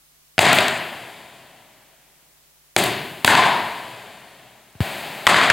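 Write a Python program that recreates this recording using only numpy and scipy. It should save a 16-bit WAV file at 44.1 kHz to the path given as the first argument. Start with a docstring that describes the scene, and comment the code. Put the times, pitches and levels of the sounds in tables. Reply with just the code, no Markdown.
"""Cards dropped on a stage

Four large stiff cards fall in turn onto a hard stage floor. Each lands with a sharp knock, followed by
one or more slaps or ticks; the impacts ring the card and the boards, and the hall answers with a loud
wash and a long faint tail. A dull thump sets the hall hissing before the last card.
The sharpest blows overload the microphone."""
import sys
import numpy as np
from scipy import signal
from scipy.fft import rfft, irfft
from scipy.io import wavfile

SR = 44100
rng = np.random.default_rng(int(sys.argv[2]) if len(sys.argv) > 2 else 0)


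def dump_mix(stems):
    """Bounce the given channels to the path in sys.argv[1] as a 16-bit WAV at rate SR."""
    frames = np.atleast_2d(stems).T  # one column per channel
    limited = np.clip(frames, -1, 1)  # hard clip at full scale
    pcm = np.round(limited * 32767).astype(np.int16)
    wavfile.write(sys.argv[1], SR, pcm)


N = 243431
T = np.arange(N) / SR
TAPS = 4096  # samples in a short impulse response

# mains hum, averaged over the channels: (frequency [Hz], rms level [dB])
HUM_PARTIALS = [(50, -74), (151, -74.5)]
# each card's voice: (applies from [s], ring prominence [dB], bass gain [dB])
CARD_VOICES = [(0.1, 5.5, 0), (2.4, 5, 8.5), (2.9, 12.5, -0.5), (4.9, 8.5, -2.5)]
# an edge lands: (time [s], direct level [dB], level into the hall [dB], ring [Hz], treble gain [dB])
EDGE_LANDINGS = [ (0.3806, 11.5, -4, 1850, -8), (0.391, 17.5, 19.5, 803, 2), (2.7640, 15.5, 18, 348, 7.5),
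                 (3.2465, 16.5, 15, 266, 10.5), (5.2680, 19.5, 13.5, 1800, 5.5), ]
# a face slaps down: (time [s], direct level [dB], level into the hall [dB], ring [Hz])
FACE_SLAPS = [ (0.4300, 8, 21, 2000), (0.4666, 9.5, 18.5, 1380), (0.5490, 1, 12.5, 1400),
              (0.5865, 14, 14, 645), (3.2775, 15.5, 20.5, 1616), (3.287, 8.5, 20.5, 990),
              (3.3520, 11.5, 22, 983), (3.4370, 6.5, 16.5, 924), (5.2741, 16, 21.5, 1160),
              (5.3438, 12, 20, 1730), (5.4142, 9, 17.5, 1190), (5.5004, 23, 13, 1500), ]
# a corner ticks on the floor: (time [s], direct level [dB], level into the hall [dB])
CORNER_TAPS = [(0.53, 11.5, 10), (0.6060, 2, -0.5), (0.6823, 3.5, -18.5), (2.8386, 3, 7.5)]
# spectral envelope of an impact: (frequency [Hz], relative level [dB])
IMPACT_SPECTRUM = [(30, -34), (70, -18), (130, -1), (300, -3), (1000, 1.5), (2100, 0.5), (3200, -2),
                   (4500, -7.5), (7500, -17), (10000, -21), (13000, -30.5), (16000, -35.5)]
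# resonances and antiresonances of the stage, and the microphone's notch at 5.6 kHz: (centre [Hz], width
# [octaves], gain [dB])
STAGE_AND_MIC_RESONANCES = [(380, 0.17, 1.5), (493, 0.11, -4.5), (657, 0.21, 4.5), (995, .08, 3.5),
                            (1220, 0.28, -5), (5630, .13, -8.5), (8000, 0.1, 3)]
# decay of the hall's loud wash: (frequency [Hz], reverberation time [s])
WASH_DECAY = [(80, 0.96), (250, 1.1), (800, 0.89), (2000, 1.16), (4000, 0.93), (8000, 0.34), (15000, 0.24)]
# the hall's long tail: (frequency [Hz], level relative to the wash [dB], reverberation time [s])
TAIL_BANDS = [(80, -8, 3.1), (200, -15, 3.5), (800, -12, 2.82), (2000, -18, 3.48), (4550, -13, 2.72),
              (8000, -14.5, 3.3), (15000, -1, 2.5)]
# an edge slides on the boards: (time [s], duration [s], rms level [dB], centre [Hz], width [octaves])
EDGE_SKIDS = [(0.676, 0.13, -42, 7700, 0.19), (2.833, 0.014, -28, 10500, .5)]
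# a faint thump, then a loud one: (time [s], level [dB], starting pitch [Hz], tick [dB], hiss [dB])
DULL_THUMPS = [(4.753, -38.5, 191, -32, -15), (4.8054, -9.5, 188, -4, 13)]
# spectral envelope of a thump's tick and hiss: (frequency [Hz], relative level [dB])
THUMP_SPECTRUM = [(40, -23), (150, 3.5), (300, -0.5), (800, 4.5), (2400, 1.5), (4200, -4.5), (7500, -16),
                  (11000, -15), (16000, -16)]


def undb(db):
    """Amplitude ratio of a level in decibels."""
    return 10 ** (np.asarray(db) / 20)


def unit(x):
    """Normalisation to unit energy."""
    return x / np.sqrt(np.sum(x ** 2))


def bins(size):
    """Frequencies of a real Fourier transform, kept above zero."""
    return np.maximum(np.arange(size // 2 + 1) * SR / size, 1)


def along(table, hz, column=1):
    """Interpolation of a table column in log frequency."""
    rows = np.array(table, float)
    return np.interp(np.log(hz), np.log(rows[:, 0]), rows[:, column])


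def bump(hz, centre_hz, octaves):
    """A Gaussian band in log frequency."""
    return np.exp(-.5 * (np.log2(hz / centre_hz) / octaves) ** 2)


def fade(t, t60):
    """Exponential decay of 60 dB in t60 seconds."""
    return np.exp(-np.log(1000) * t / t60)


def add(track, s, sound):
    """Superposition of a sound on a track at s seconds."""
    start = int(s * SR)
    track[start:start + len(sound)] += sound[:N - start]


def convolve(x, response):
    """Linear filtering by an impulse response."""
    return signal.fftconvolve(x, response)[:N]


def noise_floor(hiss_db=-55.0, hum_left_db=-5):
    """Uncorrelated white noise in each channel, and coherent mains hum that is stronger on the right."""
    hum = sum(undb(db) * np.sqrt(2) * np.sin(2 * np.pi * hz * T) for hz, db in HUM_PARTIALS)
    balance = undb(np.array([[1], [-1]]) * hum_left_db / 2)
    return undb(hiss_db) * rng.standard_normal((2, N)) + hum * balance


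def click(db):
    """Minimum-phase impulse of unit energy: the spectrum db, coloured by the resonances of stage and
    microphone."""
    db = db + sum(gain_db * bump(bins(TAPS), hz, width) for hz, width, gain_db in STAGE_AND_MIC_RESONANCES)
    cepstrum = irfft(np.log(undb(db)))
    cepstrum[1:TAPS // 2] *= 2  # folding the cepstrum makes the impulse causal
    cepstrum[TAPS // 2 + 1:] = 0
    return unit(irfft(np.exp(rfft(cepstrum))))


def contacts(slap_treble_db=-4.5, corner_hz=4400, corner_ring_db=-3, corner_treble_db=11.5):
    """Contact shape sets the spectrum: a face is dull, a corner bright. Lists all blows in time order."""
    def voice(s):
        return max(row for row in CARD_VOICES if row[0] <= s)
    edges = [(s, db, hall_db, hz, voice(s)[1], treble) for s, db, hall_db, hz, treble in EDGE_LANDINGS]
    slaps = [(s, db, hall_db, hz, voice(s)[1], slap_treble_db) for s, db, hall_db, hz in FACE_SLAPS]
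    corners = [(*tap, corner_hz, corner_ring_db, corner_treble_db) for tap in CORNER_TAPS]
    return [(*blow, voice(blow[0])[2]) for blow in sorted(edges + slaps + corners)]


def card_impacts(ring_octaves=0.25, treble_hz=10000, bass_hz=450, chatter_t60=0.012, push_db=-8,
                 shiver_db=-7, shiver_t60=0.06, boards_hz=100, boards_t60=0.26, boards_db=-21):
    """Impact excitation: the edge chatters, the sheet shivers, the boards thud. Gives (direct, hall)."""
    direct, wash, tail_input = np.zeros((3, N))
    hz, t = bins(TAPS), T[:TAPS]
    spots, tail = hall_responses()
    thud = undb(boards_db) * unit(np.sin(2 * np.pi * boards_hz * t) * fade(t, boards_t60))
    for k, (s, direct_db, hall_db, ring_hz, ring_db, treble_db, bass_db) in enumerate(contacts()):
        body = along(IMPACT_SPECTRUM, hz) + bass_db / (1 + (hz / bass_hz) ** 2)
        ring = ring_db * bump(hz, ring_hz, ring_octaves)
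        tilt = treble_db * hz / treble_hz
        blow = click(body + ring + tilt)
        force = unit(rng.standard_normal(TAPS) * fade(t, chatter_t60))
        force[0] += undb(push_db)
        chatter = unit(convolve(blow, force))
        shiver = unit(convolve(click(body + ring), rng.standard_normal(TAPS) * fade(t, shiver_t60)))
        add(direct, s, undb(direct_db) * (chatter + undb(shiver_db) * shiver))
        add(direct, s, undb(direct_db) * thud)
        # successive blows fall on different spots
        add(wash, s, undb(hall_db) * convolve(spots[k % len(spots)], blow))
        # the tail gathers sound from all directions, which evens out the ring
        add(tail_input, s, undb(hall_db) * click(body + tilt))
    return direct, wash + convolve(tail_input, tail)


def diffuse(size, envelope, count=1, bands=10):
    """A diffuse field of random echoes: count rows of noise, each band shaped by envelope(hz)."""
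    noise, log_hz = rfft(rng.standard_normal((count, size))), np.log(bins(size))
    centres = np.geomspace(80, 15000, bands)
    return sum(envelope(hz) * irfft(noise * np.interp(log_hz, np.log(centres), pick), size)
               for hz, pick in zip(centres, np.eye(bands)))


def hall_responses(gap_s=0.0095, swell_s=0.011, early_db=-12, early_s=0.015, bright_hz=8500, spots=4):
    """Reverberation: after a gap, early reflections and a wash for each spot, and one shared tail."""
    t = np.maximum(T[:3 * SR] - gap_s, 0)
    swell = 1 - np.exp(-t / swell_s)
    washes = diffuse(SR, lambda hz: unit(swell[:SR] * fade(t[:SR], along(WASH_DECAY, hz))), spots)

    def tail_envelope(hz):
        return undb(along(TAIL_BANDS, hz)) * unit(swell * fade(t, along(TAIL_BANDS, hz, column=2)))
    tail = diffuse(len(t), tail_envelope)[0]
    early = rng.standard_normal((spots, TAPS)) * unit(t[:TAPS] * np.exp(-(t[:TAPS] / early_s) ** 2))
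    # near surfaces return more treble than the far walls
    washes[:, :TAPS] += undb(early_db) * irfft(rfft(early) * (1 + (bins(TAPS) / bright_hz) ** 2))
    return washes, tail


def skids():
    """Stick-slip friction: a sliding edge catches in tiny grains, heard as a thin hiss."""
    out = np.zeros(N)
    for s, length_s, db, centre_hz, octaves in EDGE_SKIDS:
        size = int(length_s * SR)
        grains = rng.standard_normal(SR) * rng.exponential(size=SR)
        hiss = irfft(rfft(grains) * bump(bins(SR), centre_hz, octaves), SR)[:size]
        add(out, s, undb(db) * hiss / np.std(hiss) * signal.windows.tukey(size))
    return out


def thumps(end_hz=70, sag_s=0.0078, length_s=0.016, rise_s=0.00013, hiss_t60=4.1):
    """Damped oscillation: a tick and a few low swings of falling pitch; a hiss lingers in the hall."""
    out, t = np.zeros(N), T[:TAPS]
    tick = click(along(THUMP_SPECTRUM, bins(TAPS)))
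    envelope = (1 - np.exp(-t / rise_s)) * np.exp(-(t / length_s) ** 2)
    for s, db, start_hz, tick_db, hiss_db in DULL_THUMPS:
        hz = end_hz + (start_hz - end_hz) * np.exp(-t / sag_s)
        swing = -np.cos(2 * np.pi * np.cumsum(hz) / SR)
        add(out, s, undb(db) * swing * envelope - undb(tick_db) * tick)
        echoes = unit(rng.standard_normal(N) * fade(T, hiss_t60))
        add(out, s, undb(hiss_db) * convolve(echoes, tick))
    return out


def scene(left_db=2.5, spread_db=-23, spread_lag_s=0.011):
    """Mid-side stereo: the image leans left, and delayed hall sound in antiphase widens it a little."""
    direct, hall = card_impacts()
    mid = direct + hall + skids() + thumps()
    side = np.zeros(N)
    add(side, spread_lag_s, undb(spread_db) * hall)
    polarity = np.array([[1], [-1]])
    return (mid + polarity * side) * undb(polarity * left_db / 2) + noise_floor()


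def record(dry, cutoff_hz=15900):
    """Saturation: the microphone flattens the loudest peaks; a steep low-pass limits the bandwidth."""
    clipped = dry / (1 + dry ** 8) ** (1 / 8)
    return signal.sosfilt(signal.ellip(10, .1, 70, cutoff_hz, fs=SR, output="sos"), clipped)


dry = scene()
out = record(dry)
dump_mix(out)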